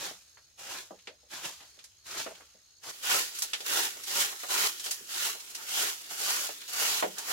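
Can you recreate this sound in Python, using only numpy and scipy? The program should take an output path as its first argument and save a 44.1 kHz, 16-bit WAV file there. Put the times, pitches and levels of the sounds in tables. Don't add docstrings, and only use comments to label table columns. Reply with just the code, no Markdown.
import sys
import numpy as np
from scipy import signal
from scipy.fft import rfft, irfft
from scipy.io import wavfile

SR = 44100
rng = np.random.default_rng(int(sys.argv[2]) if len(sys.argv) > 2 else 0)


def wav_record(signal):
    frames = np.transpose(np.atleast_2d(signal))
    bounded = np.clip(frames, -1, 1)
    quanta = np.round(bounded * 32767).astype(np.int16)
    wavfile.write(sys.argv[1], SR, quanta)


N = 322812
TIME = np.arange(N) / SR
INSIDE_FROM_S = 2.912
INSIDE = np.clip((TIME - INSIDE_FROM_S) * 500, 0, 1)

# touch-down t/s, hardest push t/s, lift t/s, straw rustle level/dB, earth scrape level/dB,
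# swell from touch-down to push/dB
STROKES = [(-0.033, 0.051, 0.098, -35.5, -43.5, 7.5), (0.592, 0.737, 0.81, -38.5, -47, 8.5),
           (1.311, 1.338, 1.46, -40.5, -48.5, 7), (1.437, 1.474, 1.457, -29.5, -38, 9),
           (2.066, 2.202, 2.228, -33, -41, 12.0), (2.836, 2.898, 2.925, -37.5, -46.5, 9),
           (3.034, 3.13, 3.212, -24.5, -34.5, 12), (3.664, 3.767, 3.86, -26.5, -36.5, 6.5),
           (4.072, 4.199, 4.252, -24.5, -35.5, 13.5), (4.504, 4.673, 4.677, -25.5, -38, 4.0),
           (5.093, 5.258, 5.303, -28.5, -41.0, 12), (5.679, 5.812, 5.897, -27.0, -39.5, 10),
           (6.185, 6.291, 6.46, -28, -42.5, 7), (6.727, 6.808, 7, -27.0, -38.5, 10.5),
           (7.224, 7.319, 7.36, -29.5, -39.5, 15)]
# f/Hz, correlation (-1 to 1)
YARD_LIKENESS = [(100, 0.79), (500, 0.57), (1500, 0.33), (4500, 0.12), (5600, -0.032), (8000, -0.31),
                 (10400, -0.015), (13000, -0.23)]


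def from_db(db):
    return 10 ** (np.asarray(db) / 20)


def rms_one(x):
    return x / np.sqrt(np.mean(x ** 2) + 1e-20)


def at_hz(points):
    hz, value = np.transpose(points)
    line_hz = np.arange(N // 2 + 1) * SR / N
    return np.interp(np.log(line_hz + 1), np.log(hz), value)


def coloured(x, points):
    return irfft(rfft(x) * from_db(at_hz(points)), N)


def drift(rate):
    knots = rng.standard_normal(4000)
    return rms_one(np.interp(TIME * rate, np.arange(len(knots)), knots))


def blend(pair, likeness):
    mid, side = rfft(pair)
    alike = np.clip(at_hz(likeness), -.98, .98)
    shared = np.sqrt((1 + alike) / 2) * mid
    opposed = np.sqrt((1 - alike) / 2) * side
    return irfft(shared + opposed * [[1], [-1]], N)


def resonate(x, hz, width_hz):
    r = np.exp(-np.pi * width_hz / SR)
    forward = [(1 - r * r) / 2, 0, (r * r - 1) / 2]
    feedback = [1, -2 * r * np.cos(2 * np.pi * hz / SR), r * r]
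    return signal.lfilter(forward, feedback, x + 1e-18)


def clicks(per_s, spread_db):
    size_db = spread_db * np.minimum(rng.exponential(1, (2, N)), 4)
    sizes = from_db(size_db) * rng.choice([-1, 1], (2, N))
    happens = rng.random((2, N)) < per_s / SR
    return rms_one(sizes * happens)


def walls(pair, wet_db, t60, count=40):
    delay = rng.uniform(.002, .06, (2, count))
    heights = rng.choice([-1, 1], (2, count)) * from_db(-60 * delay / t60)
    response = np.zeros((2, SR // 8))
    for side in range(2):
        echoes = from_db(wet_db) * heights[side] / np.linalg.norm(heights[side])
        response[side, (delay[side] * SR).astype(int)] = echoes
    response[:, 0] = 1
    return signal.fftconvolve(pair, response, axes=1)[:, :N]


def blow(t60, direct, count=13000):
    age = np.arange(count) / SR
    burst = rng.standard_normal((2, count)) * from_db(-60 * age / max(t60, .01))
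    burst[:, 0] += direct
    return burst


def add(track, s, sound):
    at = int(s * SR)
    track[:, at:at + sound.shape[1]] += sound[:, :N - at]


def broom():
    # f/Hz, gain/dB
    straw_colour = [(400, -33.5), (900, -17.5), (1400, -5.5), (2100, -5), (2900, -0.5), (4200, 0.5),
                    (7000, 1), (9200, -5.5), (11200, -4.5), (13000, -6), (16000, -9)]
    # f/Hz, gain/dB
    earth_colour = [(25, -47), (60, -30), (150, -11), (240, -11), (360, -0.5), (550, 1), (850, 3.5),
                    (1400, 5), (2100, 0.5), (2900, 2.5), (5000, -11), (12000, -15)]
    straw_level, earth_level = sweeping()
    straw_level = straw_level * from_db(0.86 * drift(110))
    earth_level = earth_level * from_db(1.23 * drift(130))

    straws = coloured(clicks(per_s=14000, spread_db=2.5), straw_colour)
    leaf_clicks = walls(clicks(per_s=170, spread_db=3.5), wet_db=-1, t60=0.047)
    leaves = rms_one(coloured(leaf_clicks, straw_colour))
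    grit = coloured(clicks(per_s=4000, spread_db=2.5), earth_colour)

    rush = from_db(-0.45) * straw_level * wander(straws, depth=0.36, rate=14)
    scrape = from_db(4.5) * earth_level * wander(grit, depth=0.67, rate=18)
    stirred = (straw_level / straw_level.max()) ** 0.87
    crackle = from_db(-37) * leaves + from_db(-41.5) * chips(per_s=32)
    return rush + scrape + stirred * crackle


def sweeping():
    # touch-down t/s, length/s, straw rustle level/dB, earth scrape level/dB
    drags = [(1.609, 0.033, -55, -55.5), (2.3, 0.13, -57, -59), (3.352, 0.099, -40, -63.5),
             (4.326, 0.013, -41, -47.0), (4.402, 0.096, -39.5, -61.5), (4.846, 0.1, -36, -62),
             (5.586, 0.16, -44, -54), (6.11, 0.077, -37, -49), (6.688, 0.14, -38, -55),
             (7.181, 0.074, -48, -49)]
    # straw rustle dB, earth scrape dB
    yard_stir_db, hut_stir_db = (-67, -84), (-47.5, -67.5)
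    settle_db, settle_db_per_s = -19, 36
    earth_follows = 1.33

    def power(straw_db, earth_db, shape_db):
        return from_db([straw_db + shape_db, earth_db + earth_follows * shape_db]) ** 2

    total = np.outer(from_db(yard_stir_db) ** 2, 1 - INSIDE)
    total += np.outer(from_db(hut_stir_db) ** 2, INSIDE)
    for touch, push, lift, straw_db, earth_db, swell_db in STROKES:
        heard = INSIDE if touch > INSIDE_FROM_S else 1 - INSIDE
        settling_db = settle_db - settle_db_per_s * np.maximum(TIME - lift, 0)
        total += heard * power(straw_db, earth_db, contact_db(touch, push, lift, swell_db))
        total += heard * (TIME > push) * power(straw_db, earth_db, settling_db)
    for touch, length, straw_db, earth_db in drags:
        total += power(straw_db, earth_db, contact_db(touch, touch, touch + length, 0))
    return np.sqrt(total)


def contact_db(touch, push, lift, swell_db):
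    landing_db_per_s, ease_db, lift_db_per_s = 800, 5, 198
    pressed = np.interp(TIME, [touch, push, lift], [-swell_db, 0, -ease_db])
    before_landing = landing_db_per_s * np.maximum(touch - TIME, 0)
    after_lift = lift_db_per_s * np.maximum(TIME - lift, 0)
    return pressed - before_landing - after_lift


def wander(x, depth, rate, count=22):
    centres_hz = np.geomspace(330, 4600, count)
    bands = sum(drift(rate) * resonate(x, hz, 0.077 * hz) for hz in centres_hz)
    return rms_one(x + depth * bands)


def chips(per_s, count=10):
    ticks = clicks(per_s, spread_db=1.0)
    dealt = rng.integers(0, count, N)
    pitches_hz = np.geomspace(1100, 8500, count)
    rings = sum(resonate(ticks[0] * (dealt == k), hz, 0.075 * hz) for k, hz in enumerate(pitches_hz))
    return rms_one(walls(np.array([rings, rings]), wet_db=-1, t60=0.074))


def cracks():
    # t/s, level/dB, centre f/Hz
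    snaps = [(0.3713, -44.5, 1330), (0.988, -47.5, 3020), (1.072, -29.5, 2280), (1.7894, -39, 3100),
             (1.84, -36.5, 5530), (2.2637, -30.5, 1400), (2.351, -41, 2870), (2.4054, -44.5, 1140),
             (2.836, -41, 1220), (3.386, -24.5, 6860), (3.4199, -16.5, 6000), (3.533, -17.5, 3000),
             (3.6042, -28.5, 3900), (4.0356, -28.5, 5350), (4.4343, -33.5, 1430), (4.796, -27.5, 4950),
             (4.861, -24, 3800), (4.9089, -18.5, 6100), (5.4011, -34.5, 4600), (5.4983, -36.5, 6000),
             (5.5483, -25.5, 5100), (6.115, -37, 7300), (6.49, -34, 1920), (6.617, -36.5, 2400),
             (6.969, -26, 6000), (7.0254, -21, 1470), (7.1824, -23.5, 5470)]
    tip_db, tip_hz = -39.5, 6000
    tips = [(touch, tip_db, tip_hz) for touch, *_ in STROKES if touch > 0]
    out = np.zeros((2, N))
    for s, level_db, hz in snaps + tips:
        burst = blow(t60=0.13, direct=3.9)
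        rise_s = 0.0011 * (hz / 6500) ** 2
        age = np.arange(1, burst.shape[1] + 1) / SR
        burst = burst * (1 - np.exp(-age / rise_s))
        ring = resonate(burst, hz, 0.78 * hz) + from_db(-12.0) * burst
        band = signal.butter(2, [700, min(2.7 * hz, .4 * SR)], "band", fs=SR, output="sos")
        ring = signal.sosfilt(band, ring)
        strength = ring[:, :SR // 100].std()
        add(out, s, from_db(level_db - 10.0) * ring / strength)
    return out


def thuds():
    # t/s, level/dB, contact f/Hz,
    # time to fall 60 dB/s (for a mode at 550 Hz)
    knocks = [(0.108, -44, 417, 0.12), (0.371, -61.5, 1330, 0.23), (0.906, -37, 624, 0.14),
              (1.074, -42, 640, 0.19), (1.23, -59.5, 499, 0.24), (1.774, -59, 387, 0.14),
              (2.262, -32, 610, 0.15), (2.309, -41, 616, 0.1), (2.4, -52.5, 630, 0.14),
              (2.543, -57.5, 428, 0.14), (3.422, -50, 700, 0.27), (3.531, -42.5, 1840, 0.13),
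              (3.601, -44, 576, 0.31), (3.966, -46, 2300, 0.097), (4.433, -36, 1390, 0.21),
              (4.86, -40, 625, 0.19), (5.007, -53, 171, 0.18), (5.349, -45.5, 633, 0.13),
              (6.49, -36.5, 660, 0.11), (7.0243, -20.5, 690, 0.17), (7.036, -26, 347, 0.18)]
    # f/Hz, width/Hz, level/dB
    modes = [(189, 28, -8.5), (385, 125, -8.5), (488, 130, -0.5), (615, 73, 2), (783, 140, 0),
             (906, 73, -8), (1220, 140, -3), (1780, 720, -6)]
    out = np.zeros((2, N))
    for s, level_db, hz, t60 in knocks:
        band = signal.butter(2, [min(0.39 * hz, 290), 2.0 * hz], "band", fs=SR, output="sos")
        soften = signal.butter(2, 2.27 * hz, fs=SR, output="sos")
        contact = np.vstack([band, soften])
        ring = 0
        for mode_hz, width_hz, db in modes:
            mode_t60 = t60 * (550 / mode_hz) ** 0.5
            push = signal.sosfilt(contact, blow(mode_t60, direct=rng.choice([-1, 1]) * 6.1))
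            octaves_away = abs(np.log2(mode_hz / hz))
            strength = from_db(db - 2.2 * octaves_away + rng.normal(0, 0.67))
            ring = ring + strength * resonate(push, mode_hz, width_hz)
        add(out, s, from_db(level_db - 7.5) * ring / ring[:, :SR // 40].std())
    return out


def shuffle():
    # f/Hz, gain/dB
    cloth_colour = [(30, -25), (90, -8), (170, -3.5), (330, 6.5), (600, 4), (1500, -25)]
    rustle = rms_one(coloured(rng.standard_normal((2, N)), cloth_colour))
    return from_db(-69 + 2.3 * drift(11)) * rustle


def in_hut(x):
    # f/Hz, width/Hz, level/dB
    hut_modes = [(416, 39, -7.5), (510, 11, -40), (740, 110, -8), (940, 47, -9.5), (1433, 74, -5),
                 (1840, 99, -7.5), (3000, 350, -17)]
    # f/Hz, correlation (-1 to 1)
    hut_likeness = [(100, .8), (330, 0.78), (520, -0.21), (1000, -0.068), (1700, -0.13), (15000, -0.0077)]
    # f/Hz, left minus right level/dB
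    balance = [(100, -0.5), (380, -3.5), (650, 0), (900, -3), (2000, -0.4), (3800, -2.5), (5200, 0.5),
               (7100, -3.5), (8000, 2.5), (9500, -1.5), (11300, -12), (13000, 7), (15500, -8)]
    rung = x + sum(from_db(db) * resonate(x, hz, width_hz) for hz, width_hz, db in hut_modes)
    left, right = blend(from_db(-0.39) * rung, hut_likeness)
    half_balance = np.array(balance) * [1, .5]
    return np.array([coloured(left, half_balance), coloured(right, half_balance * [1, -1])])


def through_door(x):
    # f/Hz, gain/dB
    door_colour = [(100, 10.5), (350, 2), (700, -1.5), (1500, -1.5), (3000, -1.5), (6500, -0.5), (9000, -2),
                   (11500, -2), (15500, -5.5)]
    return coloured(blend(x, YARD_LIKENESS), door_colour)


def insects():
    # f/Hz, width/Hz, pulse rate/(1/s), pulse depth (0-1), level/dB
    singers = [(6530, 140, 63, 0.86, -67.5), (5280, 86, 49, .7, -74.5), (4390, 58, 73, 0.4, -67)]
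    # start t/s, end t/s
    calls = [(.32, .51), (1.0, 1.15), (1.66, 1.8), (1.97, 2.1), (2.33, 2.46), (2.62, 2.82)]
    phrases, rise_hz = np.zeros(N), np.zeros(N)
    for start, end in calls:
        progress = np.clip((TIME - start) / (end - start), 0, 1)
        phrases += np.sqrt(4 * progress * (1 - progress))
        rise_hz += 300 * (progress - .5) * ((TIME > start) & (TIME < end))
    out = 0
    for singer, singing, bend_hz in zip(singers, [1, 1, phrases], [0, 0, rise_hz]):
        hz, width_hz, per_s, depth, db = singer
        strokes = np.cumsum(per_s * (1 + 0.073 * drift(35.1))) / SR
        pulses = 1 - min(depth, 1) * np.cos(np.pi * strokes) ** 2
        pulses = pulses * from_db(1.7 * drift(45))
        pitch_hz = hz + bend_hz + 0.316 * width_hz * drift(150)
        tone = np.sin(2 * np.pi * np.cumsum(pitch_hz) / SR)
        scattered = rms_one(resonate(rng.standard_normal((2, N)), hz, width_hz))
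        out = out + from_db(db) * singing * rms_one(pulses * (tone + 1.4 * scattered))
    return out


def outdoor_air():
    # f/Hz, gain/dB
    air_colour = [(20, -10), (40, -14), (65, 6), (110, 0.5), (180, -11), (400, -12.5), (1000, -17),
                  (3000, -32), (4000, -4), (6000, -16), (9000, -34), (16000, -36)]
    noise = blend(rng.standard_normal((2, N)), YARD_LIKENESS)
    return rms_one(coloured(noise, air_colour))


def scene():
    work = broom() + cracks() + thuds()
    air = outdoor_air()
    yard = through_door(work) + insects() + from_db(-70.5) * air
    hut = in_hut(work + shuffle()) + from_db(-76) * air
    yard_balance = from_db([[-.3], [.3]])
    return (1 - INSIDE) * yard * yard_balance + INSIDE * hut


def record(dry):
    cutoff_hz = 15900
    low_pass = signal.ellip(12, .1, 85, cutoff_hz, fs=SR, output="sos")
    return signal.sosfilt(low_pass, dry)


dry = scene()
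out = record(dry)
wav_record(out)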